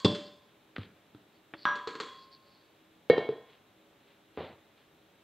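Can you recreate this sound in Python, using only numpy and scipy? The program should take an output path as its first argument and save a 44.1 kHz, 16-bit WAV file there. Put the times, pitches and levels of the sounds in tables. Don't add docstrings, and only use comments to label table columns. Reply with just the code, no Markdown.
import sys
import numpy as np
from scipy import signal
from scipy.fft import rfft, irfft, next_fast_len
from scipy.io import wavfile
from scipy.ndimage import uniform_filter1d

SR = 44100
rng = np.random.default_rng(int(sys.argv[2]) if len(sys.argv) > 2 else 0)


def generate_wav(signal):
    frames = np.transpose(np.atleast_2d(signal))
    scaled = np.clip(frames, -1, 1) * 32767
    pcm = np.round(scaled).astype(np.int16)
    wavfile.write(sys.argv[1], SR, pcm)


N = 230836

# pitch_hz, relative_level_db
AIR_COLOUR = [(25, -7.5), (55, -16.5), (100, -7.5), (160, -6.5), (300, -5), (600, -11), (900, -15),
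              (2000, -18), (3900, -17.5), (5200, -45.5), (9000, -43.5), (15000, -46.5)]
# pitch_hz, width_hz, rms_level_db
HUM_RESONANCES = [(319.3, 7.5, -75), (408, 10, -77.5), (565, 10, -80)]
# pitch_hz, relative_level_db
HISS_COLOUR = [(25, 19), (120, 12.5), (300, 9.5), (700, 17.5), (5000, 3), (9300, -1), (10000, -12.5),
               (10800, 0), (14400, 0.5), (15100, -8.5), (15600, -1)]
AIR_DB, HISS_DB = -65.5, -69

# pitch_hz, relative_level_db
ROOM_COLOUR = [(60, -8.5), (200, 2.5), (470, 1), (1000, -2), (2000, 3), (4500, -1.5), (9000, 5.5)]
# pitch_hz, t60_s
ROOM_DECAY = [(100, .45), (300, 0.4), (700, 0.49), (1800, 0.54), (4800, 0.59), (10000, .5)]
# delay_s, level_db
WALL_ECHOES = [(0.019, -17.5), (.034, -11.5), (0.07, -17.5)]

# middle_s, material, spread_s, peak_envelope_level_db
RUBS = [ (0.015, "steel", 0.023, -60), (0.255, "steel", .023, -58), (0.763, "dough", 0.0021, -48.5),
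        (0.824, "dough", 0.025, -54.5), (1.36, "steel", 0.02, -74), (1.625, "steel", .03, -55),
        (2.216, "steel", .046, -62), (2.34, "steel", .017, -58.5), (2.53, "steel", .098, -69.5),
        (3.525, "dough", 0.032, -62.5), (4.098, "dough", 0.055, -69), (4.445, "dough", .05, -55.5),
        (4.80, "dough", .03, -68.5), ]
FRICTION = {"steel": (4460, 450, 5050), "dough": (2830, 4400, 4160)}

# start_s, level_db, thud_hz, thud_level_db
LUMPS = [(0.7827, -1, 99.5, -30.5), (1.1482, -13.5, 309, -41)]
LUMP_TILT_DB_PER_OCTAVE, LUMP_CHATTER_DB = 1, -1
LUMP_THUD_CYCLES = 14.7
SNAP_S, SNAP_DB, SNAP_TILT_DB_PER_OCTAVE, SNAP_CHATTER_DB = 0.7647, 0, -1.7, -6.5

CONTACT_COLOURS = { "slam": [(50, -13.5), (95, 22.5), (150, 22), (420, 26.5), (520, 13.5), (880, 6),
                   (1080, 12.5), (1300, 1), (2400, -8), (3500, 3), (4700, 5.5), (5900, -12.5),
                   (8000, -13.5), (10000, -33.5)], "clank": [(60, -20), (200, 0), (600, -7.5), (850, 7),
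                   (1150, 19.5), (1650, 5.5), (2400, -6.5), (3700, -1.5), (5000, -19.5), (8000, -32.5),
                   (10500, -39.5)], "base": [(45, -6.5), (140, 17.5), (230, 14), (430, 23.5), (700, 19.5),
                   (1200, 5.5), (1900, 0), (2700, -4.5), (4000, -2.5), (5500, -23), (8000, -36.5),
                   (12000, -38.5)], "tap": [(70, -17.5), (200, -10.5), (450, 2), (700, -19.5), (1100, -2.5),
                   (2500, -16.5), (4300, -10), (5400, -27), (7400, -26), (10000, -51)],
                   "dough": [(40, -17.5), (95, 10.5), (200, 9.5), (400, 1.5), (800, -16.5), (1300, -8),
                   (2200, -23), (4200, -21.5), (6000, -48.5)], "crack": [(80, -28), (350, -9.5),
                   (900, -7.5), (1600, 0), (3400, -5), (5000, -30.5), (9000, -49)], "bump": [(45, -27.5),
                   (88, 2.5), (210, -4), (450, 3.5), (900, -3.5), (1600, -13.5), (3800, -19.5), (5200, -41),
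                   (9000, -77)], }
CONTACT_FEEL = { "slam": (0.056, -7.5), "clank": (0.065, -2), "base": (.055, -4), "tap": (0.06, -3),
                "bump": (.5, -.5), "dough": (.05, -5), "crack": (0.037, -15), }
# start_s, contact, level_db, tilt_db_per_octave, chatter_db, bowl_ring_db
BLOWS = [ (0.001, "tap", -26, 8.5, 4, -8), (0.0473, "slam", -.5, -.3, 4.5, -1.5),
         (0.0567, "slam", -10, 0.3, 3.5, -16), (0.149, "tap", -10, 3, 8.5, -47),
         (1.5378, "crack", -3, -5.5, 1, -36), (1.6540, "clank", 3, -1.3, -5, -.5),
         (1.756, "tap", -10, 0.5, 8, -12), (1.8737, "tap", 1.5, 0, 4, -5.5),
         (1.9534, "tap", -3, -0.5, 1, -16), (2.0012, "tap", -2, 0.7, 10, -2),
         (3.0990, "base", -1.5, -.1, -1, -.5), (3.1792, "base", -13.5, 0.4, 6.5, -22),
         (3.2903, "base", -14.5, -1.2, -9, -46), (4.3746, "bump", 0, -.6, 5, -50), ]
THUDS = { "slam": [(133, 0.086, -21), (217.8, .06, -9), (305, .07, -17)], "clank": [(1150, .0038, -24)],
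         "base": [(163, .09, -24), (492, 0.042, 0)], "tap": [(460, 0.11, -39)], "crack": [(336, .1, -45)],
         "bump": [(88, .3, -45), (450, .05, -41)], }
STRUCK_AT = {"slam": 0, "clank": 1, "base": 2, "tap": 3, "crack": 0, "bump": 2}
BOWL_MODES = { 586: (0.6, -30, -47, -41.5, -62), 684: (.5, -54, -60.5, -35.5, -65),
              775: (0.64, -51, -57, -41, -61.5), 993: (0.8, -58.5, -32, -49.5, -52),
              1033: (.8, -43, -41, -46, -48), 1040: (.35, -44, -44, -52, -54),
              1065: (1.13, -57.5, -47.5, -52, -48), 1116: (.24, -60, -45, -58, -44),
              1280: (0.93, -67, -37.5, -55, -59), 1543: (0.33, -52, -31.5, -61.5, -54),
              1637: (0.8, -60, -29, -56.5, -65), 1705: (0.0245, -56.5, -48, -21, -58),
              1816: (.35, -66, -58, -31, -68), 1849: (0.33, -59, -50.5, -35.5, -63),
              2203: (.26, -66, -66, -31, -64), 2290: (.08, -58, -56, -33, -56),
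              2735: (.12, -33, -58, -50, -62), 2800: (.4, -52, -62, -49, -66),
              3131: (.42, -36, -54, -43, -56), 3344: (.9, -56, -51, -50, -48),
              3359: (.26, -31, -46, -46, -53), 3418: (.13, -23, -50, -56, -62),
              3596: (.09, -22, -46, -56, -62), 3735: (0.02, -31, -52, -54, -63),
              3955: (.36, -49, -57, -42, -64), 4204: (.22, -54, -66, -53, -62),
              4340: (0.4, -50, -66.5, -62, -49.5), 4425: (.42, -42.5, -71, -63, -58),
              4510: (.13, -45, -66, -48, -54), 4657: (0.37, -46, -68.5, -57.5, -65),
              5120: (.08, -37, -74, -57, -70), 5782: (0.5, -67, -54, -76.5, -73), }
STIFFEN_OCT_PER_DB = .01
THUD_ROOM_DB = -10
WAVER_DB, WAVER_PER_S = 2.5, 11

CHATTER_CLUMP_DB, ECHO_CLUMP_DB = 2, 1
CUTOFF_HZ = 15720
SIZE = 8192
AGE = np.arange(SIZE) / SR
ECHO_AGE = np.arange(32768) / SR


def from_db(db):
    return 10 ** (np.asarray(db) / 20)


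def rms_one(x):
    return x / np.sqrt(np.mean(x ** 2) + 1e-20)


def bins(size):
    return np.maximum(np.arange(size // 2 + 1) * SR / size, 1)


def at_hz(points, hz):
    table_hz, value = np.transpose(points)
    return np.interp(np.log(hz), np.log(table_hz), value)


def add(track, sound, start_s):
    start = max(round(start_s * SR), 0)
    track[start:start + len(sound)] += sound[:N - start]


def dying(t60):
    return np.exp(-np.log(1000) * AGE / t60)


def causal(db):
    cepstrum = irfft(np.log(from_db(db)))
    cepstrum[1:SIZE // 2] *= 2
    cepstrum[SIZE // 2 + 1:] = 0
    return np.exp(rfft(cepstrum))


def noise(gain_at):
    size = next_fast_len(N + N % 2, True)
    spectrum = rfft(rng.standard_normal(size)) * gain_at(bins(size))
    return rms_one(irfft(spectrum, size)[:N])


def resonance(f, hz, width_hz):
    return 1 / np.sqrt(1 + ((f * f - hz * hz) / (f * width_hz)) ** 2)


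def scatter(envelope, smooth_hz, clump_db):
    size = len(envelope)
    slow_noise = uniform_filter1d(rng.standard_normal(size), size=150)
    clumps = from_db(clump_db * rms_one(slow_noise))
    arrivals = rng.standard_normal(size) * clumps * envelope
    spectrum = rfft(arrivals, 2 * size)
    smooth_bins = max(int(2 * smooth_hz * size / SR), 1)
    power = uniform_filter1d(np.abs(spectrum) ** 2, smooth_bins)
    return irfft(spectrum / np.sqrt(power))[:size]


def background():
    air = from_db(AIR_DB) * noise(lambda f: from_db(at_hz(AIR_COLOUR, f)))
    hum = 0
    for hz, width_hz, db in HUM_RESONANCES:
        hum = hum + from_db(db) * noise(lambda f: resonance(f, hz, width_hz) ** 2)
    hiss = np.array([noise(lambda f: from_db(at_hz(HISS_COLOUR, f))) for channel in range(2)])
    return air + hum + from_db(HISS_DB) * hiss


def kitchen(gap_s=0.0092, diffuse_db=-1.5):
    mean_t60 = .5
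    build_up = 1 - np.exp(-(ECHO_AGE / gap_s) ** 4)
    envelope = from_db(-60 * ECHO_AGE / mean_t60) * build_up
    size = len(envelope)
    f = bins(2 * size)
    colour = from_db(diffuse_db + at_hz(ROOM_COLOUR, f))
    echoes = rfft(scatter(envelope, 50, ECHO_CLUMP_DB), 2 * size) * colour
    tail = 0
    for hz, t60 in ROOM_DECAY:
        share = at_hz([(other, float(other == hz)) for other, _ in ROOM_DECAY], f)
        band = irfft(echoes * share)[:size]
        tail = tail + band * np.exp(np.log(1000) * ECHO_AGE * (1 / mean_t60 - 1 / t60))
    for delay_s, db in WALL_ECHOES:
        tail[round(delay_s * SR)] += from_db(db)
    return tail


def rubs(grain_db=3.5):
    out = np.zeros(N)
    size = len(ECHO_AGE)
    f, middle_s = bins(size), ECHO_AGE.mean()
    for s, material, spread_s, db in RUBS:
        hz, width_hz, top_hz = FRICTION[material]
        slow_noise = uniform_filter1d(rng.standard_normal(size), size=90)
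        grains = rms_one(from_db(grain_db * rms_one(slow_noise)))
        colour = resonance(f, hz, width_hz) / np.sqrt(1 + (f / top_hz) ** 20)
        friction = rms_one(irfft(rfft(grains * rng.standard_normal(size)) * colour))
        lead_s = min(s, middle_s)
        stroke = np.exp(-.5 * ((ECHO_AGE - lead_s) / spread_s) ** 2)
        add(out, from_db(db) * stroke * friction, s - lead_s)
    return out


def force_db(db, tilt, hz):
    return db + tilt * np.log2(np.maximum(hz, 100) / 1000)


def touch(contact, db, tilt, chatter_db):
    chatter_t60, room_db = CONTACT_FEEL[contact]
    f = bins(SIZE)
    click = irfft(causal(force_db(db, tilt, f) + at_hz(CONTACT_COLOURS[contact], f)))
    arrivals = scatter(dying(chatter_t60), 300, CHATTER_CLUMP_DB)
    chatter = signal.fftconvolve(click, arrivals)[:SIZE]
    chatter_gain = from_db(chatter_db)
    direct = click + chatter_gain * chatter
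    sent = from_db(room_db) * np.hypot(1, chatter_gain) * click
    return direct, sent


def thud(hz, t60, rise_s=0.0018):
    build_up = 1 - np.exp(-AGE / rise_s)
    swing = dying(t60) * build_up * np.sin(2 * np.pi * hz * AGE)
    return signal.sosfilt(signal.butter(1, [hz / 2, hz * 2], "band", fs=SR, output="sos"), swing)


def dough(thud_room_db=-12):
    direct, to_room = np.zeros(N), np.zeros(N)
    near, sent = touch("crack", SNAP_DB, SNAP_TILT_DB_PER_OCTAVE, SNAP_CHATTER_DB)
    add(direct, near, SNAP_S)
    add(to_room, sent, SNAP_S)
    for s, db, thud_hz, thud_db in LUMPS:
        near, sent = touch("dough", db, LUMP_TILT_DB_PER_OCTAVE, LUMP_CHATTER_DB)
        body = from_db(thud_db) * thud(thud_hz, LUMP_THUD_CYCLES / thud_hz)
        add(direct, near + body, s)
        add(to_room, sent + from_db(thud_room_db) * body, s)
    return direct + signal.oaconvolve(to_room, kitchen())[:N]


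def waver():
    steps = np.arange(N) * WAVER_PER_S / SR
    return np.interp(steps, np.arange(256), from_db(WAVER_DB * rng.standard_normal(size=256)))


def bowl_ring(place, low_hz=450, top_hz=6500):
    strikes = np.full(N, 1e-18)
    for s, contact, *_, ring_db in BLOWS:
        if STRUCK_AT[contact] == place:
            strikes[max(round(s * SR), 0)] += from_db(ring_db)
    out = 0
    for k, (hz, (t60, *place_db)) in enumerate(BOWL_MODES.items()):
        decay = np.exp(-np.log(1000) / (t60 * SR))
        turn = 2 * np.pi * hz / SR
        strength = (-1) ** k * from_db(place_db[place]) * np.sin(turn)
        feedback = [1, -2 * decay * np.cos(turn), decay * decay]
        mode = signal.lfilter([0, strength], feedback, strikes)
        out = out + waver() * mode
    return signal.sosfilt(signal.butter(2, [low_hz, top_hz], "band", fs=SR, output="sos"), out)


def blows(ring_room_db=-8):
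    direct = np.zeros(N)
    to_room = {place: np.zeros(N) for place in sorted(set(STRUCK_AT.values()))}
    for s, contact, db, tilt, chatter_db, _ in BLOWS:
        near, sent = touch(contact, db, tilt, chatter_db)
        stiffer = 2 ** (STIFFEN_OCT_PER_DB * db)
        body = 0
        for hz, t60, thud_db in THUDS[contact]:
            body = body + from_db(force_db(db, tilt, hz) + thud_db) * thud(hz * stiffer, t60)
        add(direct, near + body, s)
        add(to_room[STRUCK_AT[contact]], sent + from_db(THUD_ROOM_DB) * body, s)
    for place, sent in to_room.items():
        ring = bowl_ring(place)
        echo = signal.oaconvolve(sent + from_db(ring_room_db) * ring, kitchen())[:N]
        direct += ring + echo
    return direct


def scene(top_hz=8800):
    handling = blows() + dough() + rubs()
    softened = signal.sosfilt(signal.butter(2, top_hz, fs=SR, output="sos"), handling)
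    return softened + background()


def record(dry, low_cut_hz=68):
    thin = signal.sosfilt(signal.butter(2, low_cut_hz, "high", fs=SR, output="sos"), dry)
    return signal.sosfilt(signal.ellip(12, .1, 80, CUTOFF_HZ, fs=SR, output="sos"), thin)


dry = scene()
out = record(dry)
generate_wav(out)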